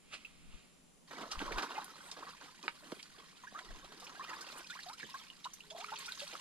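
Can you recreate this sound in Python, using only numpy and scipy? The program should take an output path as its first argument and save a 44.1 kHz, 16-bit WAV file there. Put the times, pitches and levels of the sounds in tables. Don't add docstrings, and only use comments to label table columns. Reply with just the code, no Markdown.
import sys
import numpy as np
from scipy import signal
from scipy.fft import rfft, irfft, next_fast_len
from scipy.io import wavfile
from scipy.ndimage import uniform_filter1d

SR = 44100
rng = np.random.default_rng(int(sys.argv[2]) if len(sys.argv) > 2 else 0)


def output_pcm(signal):
    pcm = np.clip(np.atleast_2d(signal).T, -1, 1) * 32767
    wavfile.write(sys.argv[1], SR, np.round(pcm).astype(np.int16))


N = 282629
TIME = np.arange(N) / SR

# frequency_hz, density_db
SHORE_COLOUR = [(40, -11), (110, -20), (165, -1.5), (330, -11.5), (1500, -23.5), (5500, -26),
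                (10500, -40), (15500, -39)]
# centre_hz, width_hz, level_db
INSECT_BANDS = [(7220, 550, -75.5), (9550, 2000, -75)]
# peak_s, level_db, rise_s, fall_s
WIND_PUFFS = [(.55, -49.5, 0.079, 0.023), (1.38, -45.5, 0.017, 0.05), (1.57, -40.5, 0.076, 0.013),
              (3.7, -49.5, 0.013, 0.064)]
# frequency_hz, density_db
WIND_COLOUR = [(32, 2.5), (100, -16.5), (250, -17.5), (1000, -94)]
# peak_s, level_db, rise_s, fall_s
BRUSHES = [(.14, -43, 0.013, 0.017), (.16, -62.5, 0.11, 0.35), (.54, -62.5, 0.059, 0.12)]
# frequency_hz, density_db
BRUSH_COLOUR = [(180, -17), (959, -15.5), (1190, -6), (1620, -11), (2600, -4.5), (8740, -22.5),
                (15000, -49)]
# start_s, peak_db
FRAME_KNOCKS = [(0.1352, -44), (2.6804, -21)]
# pitch_hz, level_db, t60_s
FRAME_MODES = [(936, 5, 0.11), (1235, 7, 0.079), (1515, 11.5, 0.059), (1890, 1.5, 0.037), (2270, 8.5, 0.02),
               (2900, 1, 0.056), (3840, -2, 0.032)]
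# start_s, pitch_hz, level_db, life_s, climb_share (pitch gained over that life)
SINGLE_BUBBLES = [(0.249, 2600, -37.5, 0.01, 0.15), (1.484, 980, -38.5, 0.019, 0.074),
                  (1.778, 806, -33.5, 0.015, 0.13), (2.224, 938, -39, 0.014, 0.62),
                  (3.437, 1010, -43, 0.02, 0.042), (3.469, 1566, -44, 0.02, 0.16),
                  (3.544, 1157, -40.5, 0.045, 0.21), (4.16, 1660, -46, 0.023, .03),
                  (4.195, 1038, -39.5, 0.031, 0.16), (4.306, 1012, -46, 0.052, 0.14),
                  (4.64, 2320, -49.5, 0.016, 0.18), (4.7, 1340, -46, 0.052, 0.99),
                  (4.752, 980, -45, 0.028, 0.98), (4.79, 1740, -36.5, 0.0099, 0.16),
                  (4.862, 698, -46, 0.085, 0.99), (4.897, 1280, -38.5, 0.008, .02),
                  (5.03, 1650, -36.5, 0.011, 0.27), (5.141, 1080, -35.5, 0.025, 0.083),
                  (5.301, 2840, -42.5, 0.0056, 0.017), (5.454, 974, -34.5, 0.02, 0.14),
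                  (5.604, 2750, -38.5, 0.0053, 0.016), (5.712, 631, -46.5, 0.0334, 0.17),
                  (5.748, 645, -42, 0.027, 0.34), (5.783, 660, -45, 0.06, 0.59),
                  (5.842, 1230, -31.5, 0.0077, 0.12), (5.885, 1320, -40, 0.016, 0.025),
                  (5.918, 850, -35, 0.027, 0.35), (5.939, 883, -44, 0.017, 0.089),
                  (6.08, 1393, -41.5, 0.033, 0.08), (6.1219, 3800, -28.5, 0.0016, 0.032),
                  (6.217, 556, -43.5, 0.029, 0.054), (6.352, 1190, -32.5, 0.0036, 0.056)]
# frequency_hz, density_db
WATER_COLOUR = [(88, -41), (150, 10.5), (189, -6.5), (310, -3), (631, -7), (1060, 5.5), (1660, -2),
                (2180, -17), (4310, -16.5), (12000, -35.5), (14100, -37), (15500, -51)]
# start_s, length_s, effort_db, depth_db (extra for large bubbles)
SIEVE_SWEEPS = [(1.102, 0.14, -57, 12), (1.175, 0.066, -53.5, 13.5), (1.304, 0.067, -52, -0.5),
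                (1.395, 0.18, -50, 7.5), (1.566, 0.073, -45, 7), (1.686, 0.12, -51.5, 7),
                (1.87, 0.28, -64, 8), (2.159, 0.067, -60, 14), (2.261, 0.019, -53, 1.5),
                (2.4, 0.048, -60, 8), (2.628, 0.0081, -56, 15), (2.821, 0.13, -67.5, 17.5),
                (3.172, 0.021, -63, 10.5), (3.531, 0.7, -65.5, 13), (4.05, 0.041, -59.5, 1.5),
                (4.19, 0.13, -59, 3.5), (4.279, 0.084, -52.5, 1.5), (4.38, 0.2, -61, 9),
                (4.545, 0.029, -54, 7)]
# time_s, clear_share (0 under, 1 clear)
SIEVE_LIFT = [(4.1, 0.035), (4.7, 0.93)]
# start_s, length_s, spray_db
RUN_OFF = [(4.424, 0.085, -57), (4.687, 0.16, -59.5), (4.97, 0.26, -59), (5.756, 0.26, -57.5),
           (5.967, 0.66, -55.5)]
# start_s, relative_peak_db, centre_hz, t60_s
SLAPS = [(1.314, -31.5, 4520, 0.037), (1.3917, -35.5, 2820, 0.012), (1.402, -40, 970, 0.021),
         (1.413, -35.5, 970, 0.05), (1.5204, -35.5, 1710, 0.025), (1.5825, -32, 1210, 0.0228),
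         (1.592, -38, 1520, 0.04), (1.622, -38.5, 4570, 0.014), (1.6276, -35.5, 1160, 0.026),
         (1.8435, -39.5, 10300, 0.012), (2.114, -37.5, 4960, 0.02), (2.6284, -40.5, 3930, 0.0095),
         (2.919, -39, 1190, 0.019), (2.994, -46.5, 2420, 0.041), (3.0282, -40, 4770, 0.0098),
         (3.589, -38.5, 1410, 0.022)]
# start_s, peak_db, centre_hz, t60_s
GULPS = [(1.412, -34, 275, 0.091), (1.505, -37, 425, 0.13), (2.922, -33.5, 325, 0.027),
         (3.524, -47.5, 303, 0.015), (5.028, -48.5, 195, 0.088), (6.327, -44.5, 610, 0.09)]
# peak_s, level_db, rise_s, fall_s
FIZZES = [(2.07, -60, 0.054, 0.042), (2.95, -67.5, 0.29, 0.14), (4.585, -51.5, 0.015, 0.0066),
          (6.22, -61, 0.03, 0.12)]
# start_s, peak_db, pitch_hz
DRIPS = [(2.436, -50, 4700), (3.999, -40.5, 5090), (4.041, -42, 5300), (4.068, -40, 3010),
         (4.239, -42.5, 2740), (4.408, -37.5, 4970), (4.667, -41.5, 4300), (4.702, -36, 3790),
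         (4.829, -37.5, 4130), (4.886, -40.5, 4800), (4.93, -41.5, 4700), (4.997, -38.5, 2530),
         (5.443, -35.5, 3950), (5.534, -38.5, 6350), (5.702, -36.5, 3370), (5.801, -36, 3400),
         (5.957, -37, 3190), (5.987, -38, 7340), (6.011, -48, 3780), (6.047, -44, 2830), (6.059, -37, 4900),
         (6.194, -34.5, 4110), (6.213, -39.5, 2810), (6.274, -40, 4500), (6.329, -41.5, 2770),
         (6.399, -38.5, 1960)]
# frequency_hz, left_minus_right_db
PORT_BALANCE = [(200, -5.5), (1100, -0.5), (2300, -6), (4000, -2.5), (4900, 0), (6300, -1.5), (10000, 0),
                (14000, -10.5)]
# frequency_hz, left_lag_rad
PORT_LAG = [(300, 0.49), (1000, 0.71), (2000, 1.54), (4300, 0.43), (6500, 3.8), (9000, 4.38)]


def gain_of(db):
    return 10 ** (np.asarray(db) / 20)


def unit_rms(x):
    return x / np.sqrt(np.mean(x ** 2) + 1e-20)


def curve_at(points, hz):
    f, value = np.transpose(points)
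    return np.interp(np.log(hz + 1), np.log(f + 1), value)


def shaped(x, response):
    size = next_fast_len(x.shape[-1] + 2048)
    return irfft(rfft(x, size) * response(np.fft.rfftfreq(size, 1 / SR)), size)[..., :x.shape[-1]]


def noise(colour, alike):
    shared, own = rng.standard_normal(N), rng.standard_normal((2, N))
    white = np.sqrt(alike) * shared + np.sqrt(1 - alike) * own
    return unit_rms(shaped(white, lambda f: gain_of(curve_at(colour, f))))


def add(mix, start_s, sound):
    part = mix[..., max(round(start_s * SR), 0):][..., :sound.shape[-1]]
    part += sound[..., :part.shape[-1]]


def ring(x, hz, width_hz):
    return signal.lfilter(*signal.iirpeak(hz, hz / min(width_hz, SR / 4), SR), x)


def band(x, hz, width_hz):
    return unit_rms(ring(ring(x, hz, width_hz), hz, width_hz))


def swells(rows):
    gains = [gain_of(db) * np.exp(-np.maximum((peak_s - TIME) / rise_s, (TIME - peak_s) / fall_s))
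             for peak_s, db, rise_s, fall_s in rows]
    return np.linalg.norm(gains, axis=0)


def held(start_s, length_s, rise_s, fall_db_per_s):
    attack = np.clip((TIME - start_s) / rise_s, 0, 1)
    return attack * gain_of(-fall_db_per_s * np.maximum(TIME - start_s - length_s, 0))


def shore():
    air = gain_of(-66) * noise(SHORE_COLOUR, alike=0.13)
    for hz, width_hz, db in INSECT_BANDS:
        air += gain_of(db) * band(rng.standard_normal((2, N)), hz, width_hz)
    return air


def wind(breeze_db=-78.5):
    return (gain_of(breeze_db) + swells(WIND_PUFFS)) * noise(WIND_COLOUR, alike=0.094)


def brushing():
    return swells(BRUSHES) * noise(BRUSH_COLOUR, alike=0.94)


def knocks():
    out, t = np.zeros(N), np.arange(SR // 8) / SR
    modes = sum((-1) ** k * gain_of(db - 60 * t / t60_s) * np.sin(2 * np.pi * hz * t)
                for k, (hz, db, t60_s) in enumerate(FRAME_MODES))
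    modes *= 0.14 + np.exp(-t / 0.0021)
    crack = ring(rng.standard_normal(len(t)) * np.exp(-t / 0.0024), hz=1200, width_hz=560)
    bandpass = signal.butter(2, [450, 5500], "band", fs=SR, output="sos")
    knock = signal.sosfilt(bandpass, unit_rms(modes) + 0.81 * unit_rms(crack))
    for start_s, db in FRAME_KNOCKS:
        add(out, start_s, gain_of(db) * knock / abs(knock).max())
    return out


def plink(hz, life_s, climb, rise_cycles=.7, pat_s=.002):
    t = np.arange(SR // 7) / SR
    drift, flutter, tick = rng.standard_normal((3, len(t)))
    drift = unit_rms(uniform_filter1d(drift, size=260))
    flutter = band(flutter, hz=250, width_hz=300)
    age = np.minimum(t / life_s, 2)
    pitch_hz = hz * (1 + climb * age ** 2 + .028 * drift)
    swing = (1 - np.exp(-t * hz / rise_cycles)) * gain_of(-6.5 * age) / (1 + age ** 10)
    gurgle = 1 + .28 * drift + .17 * flutter
    tone = swing * gurgle * np.sin(2 * np.pi * np.cumsum(pitch_hz) / SR)
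    pat = gain_of(-16) * ring(tick, 2 * hz, width_hz=3600) * t / pat_s * np.exp(1 - t / pat_s)
    low_cut = signal.butter(2, hz / np.sqrt(2), "high", fs=SR, output="sos")
    return signal.sosfilt(low_cut, tone + pat)


def plinks(twin_below_hz=1500, twin_db=-9):
    out = np.zeros(N)
    for start_s, hz, db, life_s, climb in SINGLE_BUBBLES:
        add(out, start_s, gain_of(db) * plink(hz, life_s, climb))
        if hz < twin_below_hz:
            split_s = start_s + life_s / 2 * rng.random()
            twin = plink(hz * rng.uniform(1.25, 1.8), life_s / 2, climb=.22)
            add(out, split_s, gain_of(db + twin_db) * twin)
    return out


def trill(start_s=.64, level_db=-79, hz=5750, climb_hz_per_s=1100):
    out, t = np.zeros(N), np.arange(SR // 2) / SR
    flicker = unit_rms(uniform_filter1d(rng.standard_normal(len(t)), size=160))
    tone = np.sin(2 * np.pi * np.cumsum(hz + climb_hz_per_s * t) / SR)
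    add(out, start_s, gain_of(level_db) * flicker * tone * signal.windows.tukey(len(t)))
    return out


def bubble_levels(rise_s=0.013):
    lapping = gain_of(-70) * held(start_s=1.073, length_s=0.63, rise_s=rise_s, fall_db_per_s=1.5)
    effort = deep = lapping
    for start_s, length_s, db, depth_db in SIEVE_SWEEPS:
        push = gain_of(db) * held(start_s, length_s, rise_s, fall_db_per_s=218)
        effort = np.hypot(effort, push)
        deep = np.hypot(deep, gain_of(depth_db) * push)
    spray = gain_of(-57) * (effort / gain_of(-55)) ** 0.45
    pours = [gain_of(db) * held(start_s, length_s, rise_s=0.0084, fall_db_per_s=145)
             for start_s, length_s, db in RUN_OFF]
    flow = np.linalg.norm(pours, axis=0)
    large = np.hypot(gain_of(-11.5) * deep, gain_of(-19) * flow)
    middling = np.hypot(effort, gain_of(-9) * flow)
    return large, middling, np.hypot(spray, flow)


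def surges(per_s, spread_db, t60_s):
    chance, strength = rng.random((2, N))
    kicks = (chance < per_s / SR) * gain_of(spread_db * np.minimum(-np.log(1 - strength), 3))
    power = signal.lfilter([1], [1, -gain_of(-120 / (t60_s * SR))], kicks ** 2)
    power = uniform_filter1d(power, size=220)
    return np.sqrt(0.46 + power / power.mean())


def bubble_cloud(low_hz, high_hz, count, samples, cycles, spread_db, wash=0, surge=1, climb=0.033):
    when, pitch, strength, life, side = rng.random((count, 5)).T[..., None]
    t = np.arange(samples) / SR
    hz = low_hz * (high_hz / low_hz) ** pitch
    age = t * hz / (cycles * 4 ** (life - .5))
    height = gain_of(spread_db * np.minimum(-np.log(1 - strength), 4)) * np.sqrt(hz)
    swing = height * np.exp(-age) * (1 - np.exp(-3 * age)) ** 2 * (1 - t / t[-1])
    phase = 2 * np.pi * hz * t * (1 + climb * np.minimum(age, 6))
    slots = ((when * N).astype(int) + np.arange(samples)).ravel()
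    skew = (side - .5) * hz / 2300
    bubbles = np.array([np.bincount(slots, (swing * np.sin(phase + port * skew)).ravel(), N)[:N]
                        for port in (-1, 1)])
    pink = [(low_hz / 2, -40), (low_hz, 0), (high_hz, -10 * np.log10(high_hz / low_hz)),
            (high_hz * 2, -50)]
    cloud = surge * (unit_rms(bubbles) + wash * noise(pink, alike=1))
    cloud = shaped(cloud, lambda f: gain_of(curve_at(WATER_COLOUR, f)) * np.sqrt(np.minimum(f, high_hz)))
    slow_power = uniform_filter1d(uniform_filter1d(cloud.mean(0) ** 2, size=3600), size=1500)
    return cloud / np.sqrt(abs(slow_power) + 1e-20)


def stirred_water():
    large_gain, middling_gain, fine_gain = bubble_levels()
    churn = np.sqrt(large_gain / gain_of(-63.5))
    lift = np.interp(TIME, *np.transpose(SIEVE_LIFT))
    surge = surges(per_s=60, spread_db=1, t60_s=0.08)
    large = bubble_cloud(209.3, 708, count=900, samples=1400, cycles=4.7, spread_db=-4,
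                         wash=0.5 * churn, surge=np.sqrt(surge))
    middling = bubble_cloud(718, 2006, count=3000, samples=700, cycles=2.45, spread_db=5,
                            wash=0.62 * churn, surge=np.sqrt(surge))
    spray = bubble_cloud(1970, 12320, count=20000, samples=180, cycles=5, spread_db=3,
                         wash=1.05 - .6 * lift, surge=surge)
    tinkle = bubble_cloud(2128, 6700, count=700, samples=800, cycles=8.1, spread_db=2, climb=0.0033)
    chirps = bubble_cloud(944, 2846, count=350, samples=1600, cycles=29.5, spread_db=5.5, climb=0.0165)
    middling = gain_of(2.5) * middling + gain_of(0.5) * chirps / np.hypot(1, churn ** 2 / 2)
    fine = spray + gain_of(-7 + 2.2 * lift) * tinkle
    return large_gain * large + middling_gain * middling + fine_gain * fine


def splashes(rows, width_share, spray_db, rise_share):
    out, t = np.zeros((2, N)), np.arange(SR // 8) / SR
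    for start_s, db, hz, t60_s in rows:
        grain, clump, mist = rng.standard_normal((3, len(t)))
        rise_s = rise_share * t60_s
        envelope = gain_of(-60 * t / t60_s) * (1 - np.exp(-t / rise_s)) ** 2 * np.exp(.5 * clump)
        pocket = band(grain * envelope, hz, width_share * hz)
        spray = gain_of(spray_db) * unit_rms(ring(mist * envelope, hz=3000, width_hz=1700))
        splash = shaped(pocket + spray, lambda f: f / np.hypot(f, hz / 2) / np.hypot(1, (f / 11000) ** 4))
        add(out, start_s - rise_s / 2, gain_of(db) * splash / abs(splash).max())
    return out


def fizz():
    return swells(FIZZES) * band(rng.standard_normal(N), hz=8400, width_hz=4200)


def drips(bubbles=6, scatter_s=.012, spread_octaves=.22, ring_cycles=6, mist_peak_s=.005):
    out, t = np.zeros(N), np.arange(SR // 16) / SR
    for start_s, db, hz in DRIPS:
        pitch_hz = hz * 2 ** (spread_octaves * rng.standard_normal((bubbles, 1)))
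        puff = rng.standard_normal(len(t)) * t ** 2 * np.exp(-2 * t / mist_peak_s)
        delay_s = scatter_s * rng.random((bubbles, 1))
        age = np.maximum(t - delay_s + delay_s.min(), 0) * pitch_hz
        tinkle = (np.sin(2 * np.pi * age) * (1 - np.exp(-age)) ** 2 * np.exp(-age / ring_cycles)).sum(0)
        top_hz = min(1.9 * hz, 11500)
        mist = shaped(puff, lambda f: f / np.hypot(f, hz) / np.hypot(1, (f / top_hz) ** 5))
        drop = unit_rms(tinkle) + gain_of(-3.5) * unit_rms(mist)
        add(out, start_s, gain_of(db) * drop / abs(drop).max())
    return out


def hoot(level_db=-64.5, hz=420):
    envelope = held(start_s=5.6, length_s=.36, rise_s=0.13, fall_db_per_s=67)
    return gain_of(level_db) * envelope * np.sin(2 * np.pi * hz * TIME)


def among_leaves(x, t60_s, wet_db):
    t = np.arange(SR // 5) / SR
    taps = rng.standard_normal((2, len(t))) * (rng.random((2, len(t))) < .1)
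    taps *= (t > .001) * gain_of(-60 * t / t60_s)
    taps /= np.linalg.norm(taps, axis=1, keepdims=True)
    echo = signal.fftconvolve(x, taps, axes=1)[:, :N]
    return x + gain_of(wet_db) * shaped(echo, lambda f: f / np.hypot(f, 3000))


def from_the_right(x):
    side = np.array([[.5], [-.5]])
    return shaped(x, lambda f: gain_of(side * curve_at(PORT_BALANCE, f))
                  * np.exp(-1j * side * curve_at(PORT_LAG, f)))


def scene():
    close = stirred_water() + plinks() + drips() + knocks()
    close += gain_of(4.5) * splashes(SLAPS, width_share=0.68, spray_db=-6, rise_share=.13)
    close += splashes(GULPS, width_share=1.1, spray_db=-49, rise_share=0.0808)
    close += brushing() + fizz()
    at_microphone = from_the_right(among_leaves(close, t60_s=0.099, wet_db=-4))
    return at_microphone + shore() + trill() + hoot() + wind()


def record(dry):
    lowpass = signal.firwin(201, 15000, window=("kaiser", 8), fs=SR)
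    return signal.oaconvolve(dry, lowpass[None], "same")


dry = scene()
out = record(dry)
output_pcm(out)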